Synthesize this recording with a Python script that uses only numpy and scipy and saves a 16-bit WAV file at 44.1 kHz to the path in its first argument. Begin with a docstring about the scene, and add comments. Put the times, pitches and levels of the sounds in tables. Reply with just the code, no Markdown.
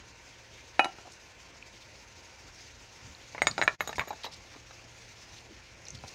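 """A jar tips over on garden paving

A hollow knock bounces, then an empty glass jar clatters, clinks and scrapes to rest on stone.
Blows are dying sines with noisy chatter; ticks, scrapes, soft thumps and bumps are shaped noise.
Outdoor hiss with a low rumble is noise too; a distant motor is a stack of faint sines.
The level dips briefly once, and the motor's balance of pitches changes there."""
import sys
import numpy as np
from scipy import signal
from scipy.io import wavfile
from scipy.ndimage import uniform_filter1d

SR = 44100
rng = np.random.default_rng(int(sys.argv[2]) if len(sys.argv) > 2 else 0)


def persist_wave(psi):
    """Save psi, clipped to +-1, as 16-bit WAV."""
    counts = np.round(np.clip(psi, -1, 1) * 32767).astype(np.int16)
    wavfile.write(sys.argv[1], SR, np.atleast_2d(counts).T)


N = 271126  # length in samples
DIP_S = 3.777  # middle of the brief dip in level


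def gain_of(db):
    """Turn decibels into a factor for the wave."""
    return 10 ** (np.asarray(db) / 20)


def evened(x):
    """Scale to an average (RMS) strength of 1."""
    return x / np.sqrt(np.mean(x ** 2) + 1e-20)


def read(points, hz):
    """Read a curve of (pitch, value) points on a logarithmic pitch scale."""
    point_hz, value = np.transpose(points)
    return np.interp(np.log(hz + 1), np.log(point_hz + 1), value)


def add(mix, s, sound):
    """Lay a sound into the mix, starting at s seconds."""
    part = mix[round(s * SR):][:len(sound)]
    part += sound[:len(part)]


def band(x, lo_hz, hi_hz):
    """Keep the pitches between two limits, with gentle slopes outside."""
    limits = [lo_hz, min(hi_hz, SR / 2.2)]
    return signal.sosfilt(signal.butter(2, limits, "bandpass", fs=SR, output="sos"), x)


def ring(modes, tilt_db=0, spread_db=3.0, detune=0):
    """Dying sines; a hard blow favours the high modes, and each blow differs at random."""
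    hz, db, t60 = np.transpose(modes)[..., None]
    t = np.arange(round(.25 * SR)) / SR
    draw = rng.standard_normal((2, *hz.shape))
    db = db + tilt_db * np.log2(hz / hz.mean()) + spread_db * draw[0]
    sines = np.sin(2 * np.pi * hz * (1 + detune * draw[1]) * t)
    return (gain_of(db - 60 * t / t60) * sines).sum(0)


def struck(sound, size):
    """The contact lasts a moment (size samples), which rounds the start; peak 1."""
    pushed = np.convolve(sound, np.hanning(size))[:len(sound)]
    return pushed / abs(pushed).max()


def swelling(sound, rise_s):
    """A struck body takes a moment to reach its full ring; peak 1."""
    rise = np.clip(np.arange(len(sound)) / SR / rise_s, 0, 1)
    grown = sound * np.sin(np.pi / 2 * rise) ** 2
    return grown / abs(grown).max()


def chatter(sound, grit_db, t60):
    """The body keeps chattering on the pebbles: dying noise strikes it again and again."""
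    t = np.arange(round(.12 * SR)) / SR
    grit = rng.standard_normal(len(t)) * gain_of(-60 * t / t60) * np.clip(t / 0.0014, 0, 1)
    rattle = signal.fftconvolve(sound, grit / np.linalg.norm(grit))[:len(sound)]
    return sound + gain_of(grit_db) * rattle


def crack(decay_s):
    """The short wide snap of stone against a hard edge: fading noise."""
    t = np.arange(round(0.0089 * SR)) / SR
    return band(rng.standard_normal(len(t)), 3500, 7400) * np.exp(-t / decay_s)


def air():
    """Outdoor hiss and rumble: noise with drifting patches and a flicker, most in the treble."""
    # how strong the noise is at each pitch: pitch_hz [Hz], density_db [relative dB per Hz]
    air_colour = [(25, -34), (45, 7), (62, 10), (120, -9), (170, -9), (400, -9), (900, -9.5), (1200, -13.5),
                  (2400, -7), (3200, -13.5), (6500, -11.5), (8000, -26), (10500, -35), (16500, -40.5)]
    # slow swell of the hiss, in full only in the treble: time_s [s], swell_db [dB]
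    air_swell = [(0.0, -1.1), (1.8, -1.1), (2.9, 0.6), (3.7, 1), (4.33, -1), (5.3, -0.4), (5.75, -3),
                 (6.04, 1.7), (6.15, 2)]
    level_db = -52.5
    frames, hz = N // 256 + 5, np.fft.rfftfreq(1024, 1 / SR)
    a, b, patches = rng.standard_normal((frames, 513, 3)).T
    # smooth across pitch, then across time
    patches = uniform_filter1d(uniform_filter1d(patches, size=16, axis=0), size=10, axis=1)
    patches = evened(patches)
    flicker = evened(uniform_filter1d(rng.standard_normal(frames), size=4))
    swell_db = np.interp(np.arange(frames) * 256 / SR, *np.transpose(air_swell))
    treble_share = np.clip(hz / 4500, .05, 1)[:, None]
    moving_db = 1.4 * patches + treble_share * (swell_db + 1.8 * flicker)
    field_db = read(air_colour, hz)[:, None] + moving_db
    noise = signal.istft((a + 1j * b) * gain_of(field_db), nperseg=1024, noverlap=768)[1][:N]
    return gain_of(level_db) * evened(noise)


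def motor():
    """Steady faint sines whose strength wavers on the way through the air."""
    # lines of the motor, one of them a whine between the whole multiples:
    # multiple [times base_hz], before_db [dB before the dip], after_db [dB after its middle]
    motor_lines = [(1, -70, -66), (3, -77, -76), (4, -79, -76), (4.562, -73, -72), (8, -72, -84),
                   (9, -76, -80), (12, -77, -77), (13, -76, -82), (15, -80, -78), (18, -84, -75),
                   (20, -78, -78), (23, -75, -79), (24, -77, -77)]
    base_hz = 116.3
    multiple, before_db, after_db = np.transpose(motor_lines)[..., None]
    t, draw = np.arange(N) / SR, rng.random((3, *multiple.shape))
    db = np.where(t < DIP_S, before_db, after_db)
    waver_db = 3 * np.sin(2 * np.pi * ((.4 + draw[0]) * t + draw[1]))
    lines = np.sin(2 * np.pi * (multiple * base_hz * t + draw[2]))
    return np.sqrt(2) * (gain_of(db + waver_db) * lines).sum(0)


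def bumps():
    """Low lumpy noise in the microphone while hands move; each bump swells and sinks."""
    # bumps of handling: peak_s [s], level_db [dB at that peak], length_s [s]
    bump_list = [(3.077, -47.5, 0.1), (3.44, -45, .14), (3.516, -42.5, 0.091), (3.631, -45, 0.16),
                 (3.822, -47, .07), (3.884, -52, .06), (4, -43, 0.096), (4.324, -58.5, 0.11),
                 (5.844, -57, 0.051), (5.951, -47, 0.11), (6.042, -47, 0.07), (6.116, -64, 0.036)]
    rise_share, drop_db = 0.51, 12  # part of the length before the peak; drop at either end
    t, lumps = np.arange(N) / SR, evened(band(rng.standard_normal(N), 52, 161))
    power = np.zeros(N)
    for s, level_db, length in bump_list:
        away = np.maximum((s - t) / rise_share, (t - s) / (1 - rise_share)) / length
        power += gain_of(level_db - drop_db * away) ** 2
    return lumps * np.sqrt(power)


def scrapes_and_thumps():
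    """Short uneven noises: scrapes over the pebbles, and two low soft thumps near 250-280 Hz."""
    # noises: start_s [s], length_s [s], level_db [dB before the ends fade], centre_hz [Hz]
    short_noises = [(1.042, 0.053, -52.5, 670), (1.113, 0.034, -54.5, 5570), (3.952, 0.026, -46, 5430),
                    (4.227, 0.041, -41.5, 3750), (4.232, 0.039, -48, 1970), (4.311, 0.045, -48, 4570),
                    (4.534, 0.053, -55, 950), (4.555, 0.016, -51.5, 252), (5.356, 0.043, -53, 3520),
                    (5.499, 0.035, -53.5, 277), (5.944, 0.018, -49.5, 4470), (6.071, 0.027, -47, 5000)]
    out = np.zeros(N)
    for s, length, level_db, hz in short_noises:
        draw = rng.standard_normal((2, round(.1 * SR)))[:, :round(length * SR)]
        unevenness_db = 3.0 * evened(uniform_filter1d(draw[1], size=50))
        uneven = draw[0] * gain_of(unevenness_db)
        fades = signal.windows.tukey(len(uneven), .6)
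        add(out, s, gain_of(level_db) * evened(band(uneven, hz / 1.32, hz * 1.27)) * fades)
    return out


def ticks():
    """Claws and grit on stone: each tick is a few milliseconds of noise around its pitch."""
    # ticks: start_s [s], peak_db [dB], pitch_hz [Hz]
    tick_list = [(1.625, -38.5, 2520), (3.149, -39.5, 4070), (3.512, -25.5, 4600), (3.9305, -40, 2600),
                 (3.958, -34.5, 2320), (5.8531, -39.5, 5540), (5.8674, -37.5, 4320), (5.884, -30, 6300),
                 (5.905, -30.5, 6400), (5.975, -44, 4400), (5.988, -42, 4300)]
    out, t = np.zeros(N), np.arange(round(.02 * SR)) / SR
    for s, peak_db, hz in tick_list:
        tick = band(rng.standard_normal(len(t)) * np.exp(-t / 0.0017), hz / 1.087, hz * 1.07)
        add(out, s, gain_of(peak_db) * tick / abs(tick).max())
    return out


def knock():
    """Hollow knocks and bounces; the weakest touches stay in contact, so they ring shorter."""
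    # blows: start_s [s], strength_db [dB], hardness_db [dB per octave of tilt to the treble],
    # grit_db [dB of chatter relative to the body], edge_db [dB relative to the hollow ring]
    knock_list = [(0.794, -1.5, -1.5, -16, -21.5), (0.845, -15, -4, -27, -10.5), (0.856, -17, -7, -13, -31),
                  (0.985, -33, -7, -2.5, -26), (1.073, -36, -23, -13.5, -29), (6.038, -30.5, -4, -3, -21)]
    # ring of the hollow body: pitch_hz [Hz], level_db [relative dB], t60_s [s, for a strong blow]
    hollow_modes = [(352, -10, 0.023), (666, -40, 0.027), (710, -17, 0.15), (778, -3.5, 0.093),
                    (848, -1, 0.055), (942, -3.5, 0.035), (1073, -3, 0.017), (1353, -3, 0.079),
                    (1555, 0.5, 0.015), (1785, 12.5, 0.0098), (1976, -3, 0.0084), (2210, 7.5, 0.019),
                    (2497, 0, 0.1), (2660, -23, 0.14), (2900, -7.5, 0.18)]
    # ring of its thin edge: pitch_hz [Hz], level_db [relative dB], t60_s [s to fall by 60 dB]
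    edge_modes = [(3820, -5.5, 0.038), (3945, 2.5, 0.022), (4820, -14, 0.069), (5720, -13, 0.033),
                  (6300, -21, 0.22), (8600, -18.5, 0.041), (10000, -20, 0.055)]
    damp_below_db, damp_per_db = -29, 0.5  # share of the ring time lost per dB below that level
    out = np.zeros(N)
    for s, strength_db, tilt_db, grit_db, edge_db in knock_list:
        ring_share = np.clip(1 + damp_per_db * (strength_db - damp_below_db), .15, 1)
        hollow = ring(np.multiply(hollow_modes, [1, 1, ring_share]), tilt_db)
        body = swelling(struck(hollow, size=18), 0.00066)
        body = body + gain_of(edge_db) * swelling(ring(edge_modes), 0.00019)
        add(out, s, gain_of(strength_db) * chatter(body, grit_db, 0.066))
        add(out, s, gain_of(strength_db + edge_db - 9) * crack(0.0061))
    return out


def jar():
    """Every contact thuds in the belly and sets shoulder, wall, neck and rim ringing."""
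    # jar on stone: start_s [s], strength_db [dB], hardness_db [dB per octave of tilt to the treble],
    # shoulder_db and clink_db [dB relative to the belly], spot [0 foot, 1 mouth, beyond it the lid]
    contacts = [(3.348, -26.5, -12.5, -35, -46, .4), (3.38, -25, -13, -36, -38, .12),
                (3.387, -33, 3, -24, -31, .2), (3.419, -7, -0.7, -16, -29, 0.34),
                (3.47, -8, 1, -2.5, -17, .05), (3.58, -15.5, -9.5, -7.5, -28, .1),
                (3.59, -23.5, -17, -13, -24, .02), (3.615, -9.5, -8, -10.5, -38, .2),
                (3.624, -11, 0, -14, -31, 0.2), (3.635, -21.5, -1.5, -13, -18, 0.37),
                (3.678, -4.5, 11.5, -16, -44, .1), (3.807, -11.5, -3.5, -17, -29.5, 0.93),
                (3.875, -23.5, -10, -5, -12, 0.64), (3.893, -24.5, -14.5, -10, -35, .65),
                (3.929, -28.5, -2, -5, -23, .2), (3.982, -20, -13, -13.5, -28, .8),
                (3.995, -10.5, 25, -13.5, -33.5, .66), (4.007, -22.5, -3.5, -29, -37, .1),
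                (4.013, -20.5, -14, -20, -39, 0.92), (4.074, -33, -19, -13, -18.5, 0.61),
                (4.082, -33.5, -8, -8, -22, 1.2), (4.106, -27, -16.5, -14, -46, 0.82),
                (4.129, -32.5, -18, -14, -22, 0.64), (4.245, -29.5, -15, -1, -35, 1.47),
                (4.264, -30, -16, -2.5, -32, .1), (4.709, -39, -14, -7, -31, .7)]
    # Ringing parts of the jar, each: pitch_hz [Hz], level_db [relative dB], t60_s [s to fall by 60 dB]
    # the belly touches the stone and dies fast
    belly_modes = [(373, -28, 0.0064), (697, -15.5, 0.011), (885, 1.5, 0.012), (1154, 0.5, 0.009),
                   (1400, 2.5, 0.011), (1644, 6.5, 0.012), (1920, 14, 0.011), (2206, 11.5, 0.017),
                   (2430, 4.5, 0.015)]
    # the shoulder
    shoulder_modes = [(3750, -11.5, 0.031), (3896, 13.5, 0.025), (3950, 2, 0.018), (4700, -1.5, 0.02),
                      (5050, -3.5, 0.019), (5700, -16, 0.011)]
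    # the glass wall
    wall_modes = [(6655, -1, .06), (6908, 0, .07)]
    # the neck
    neck_modes = [(8310, 0, .048), (8590, -8, .03), (8950, -9, .02)]
    # the rim of the mouth
    rim_modes = [(9950, -15, .03), (11250, -10, .03), (11770, 0, .06), (11885, -2, .065),
                 (13760, -14, .025), (14800, -11, .025), (15690, -5, .045)]
    rim_reach_db = 26  # the rim rings this much less for a blow at the foot than at the mouth
    # the neck rings most when struck at its spot, less per jar length away, down to a least
    neck_spot, neck_reach_db, neck_least_db = 0.366, 39, -11
    paving_share = 0.47
    out = np.zeros(N)
    for s, strength_db, tilt_db, shoulder_db, clink_db, spot in contacts:
        # the belly's pitches vary a little at random from contact to contact
        belly = ring(belly_modes, tilt_db, spread_db=5.0, detune=0.051)
        belly = swelling(struck(belly, size=16), 0.00063)
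        shoulder = struck(ring(shoulder_modes, spread_db=2.5, detune=0.027), size=8)
        thud = belly + gain_of(shoulder_db) * shoulder
        neck_db = max(-neck_reach_db * abs(spot - neck_spot), neck_least_db)
        rim_db = rim_reach_db * (spot - 1)
        clink = 0
        for part_db, modes in ((0, wall_modes), (neck_db, neck_modes), (rim_db, rim_modes)):
            clink = clink + gain_of(clink_db + part_db) * swelling(ring(modes, spread_db=4.5), 0.00072)
        grit_db = max(-9.5 - 0.68 * tilt_db, -7.5)  # soft, glancing contacts chatter more
        contact = chatter(thud, grit_db, 0.051) + chatter(clink, -2.5, 0.055)
        add(out, s, gain_of(strength_db) * contact)
        add(out, s, gain_of(strength_db + shoulder_db - 18) * crack(0.0015))
    # the stone mirrors the sound a few centimetres later, which hollows it near 3 kHz
    return out + paving_share * np.roll(out, shift=round(SR / 6200))


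def yard(x):
    """A near wall answers once; pots and leaves scatter the rest as low and high dying noise."""
    t = np.arange(round(.4 * SR)) / SR
    taps = rng.standard_normal((2, len(t))) * np.clip(t / 0.0048, 0, 1)
    low = band(taps[0], 170, 1520) * gain_of(-60 * t / 0.18)
    high = band(taps[1], 4200, 14600) * gain_of(-60 * t / 0.22)
    tail = low + 0.66 * high
    out = gain_of(-15) * signal.fftconvolve(x, tail / np.linalg.norm(tail))[:N]
    # the wall's echo covers only the first three quarters of the sound
    add(out, .0152, gain_of(-19.5) * band(x, 270, 3700)[:N // 4 * 3])
    return out


def scene():
    """The near sounds with their answer from the yard, over the background."""
    blows = band(band(jar() + knock(), 305, 20000), 90, 20000)  # small bodies radiate little bass
    near = blows + ticks() + scrapes_and_thumps()
    return (near + yard(near) + bumps() + motor() + air())[None]


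def record(dry):
    """The microphone drops the deepest bass; then the brief dip in level and the treble limit."""
    dip_db, fade_s, treble_limit_hz = -32, 0.029, 15900
    fade_db = dip_db * np.maximum(1 - abs(np.arange(N) / SR - DIP_S) / fade_s, 0)
    faded = band(band(dry, 39, 20000), 39, 20000) * gain_of(fade_db)
    treble_limit = signal.firwin(511, treble_limit_hz, window=("kaiser", 9), fs=SR)
    return signal.oaconvolve(faded, treble_limit[None], "same")


dry = scene()
out = record(dry)
persist_wave(out)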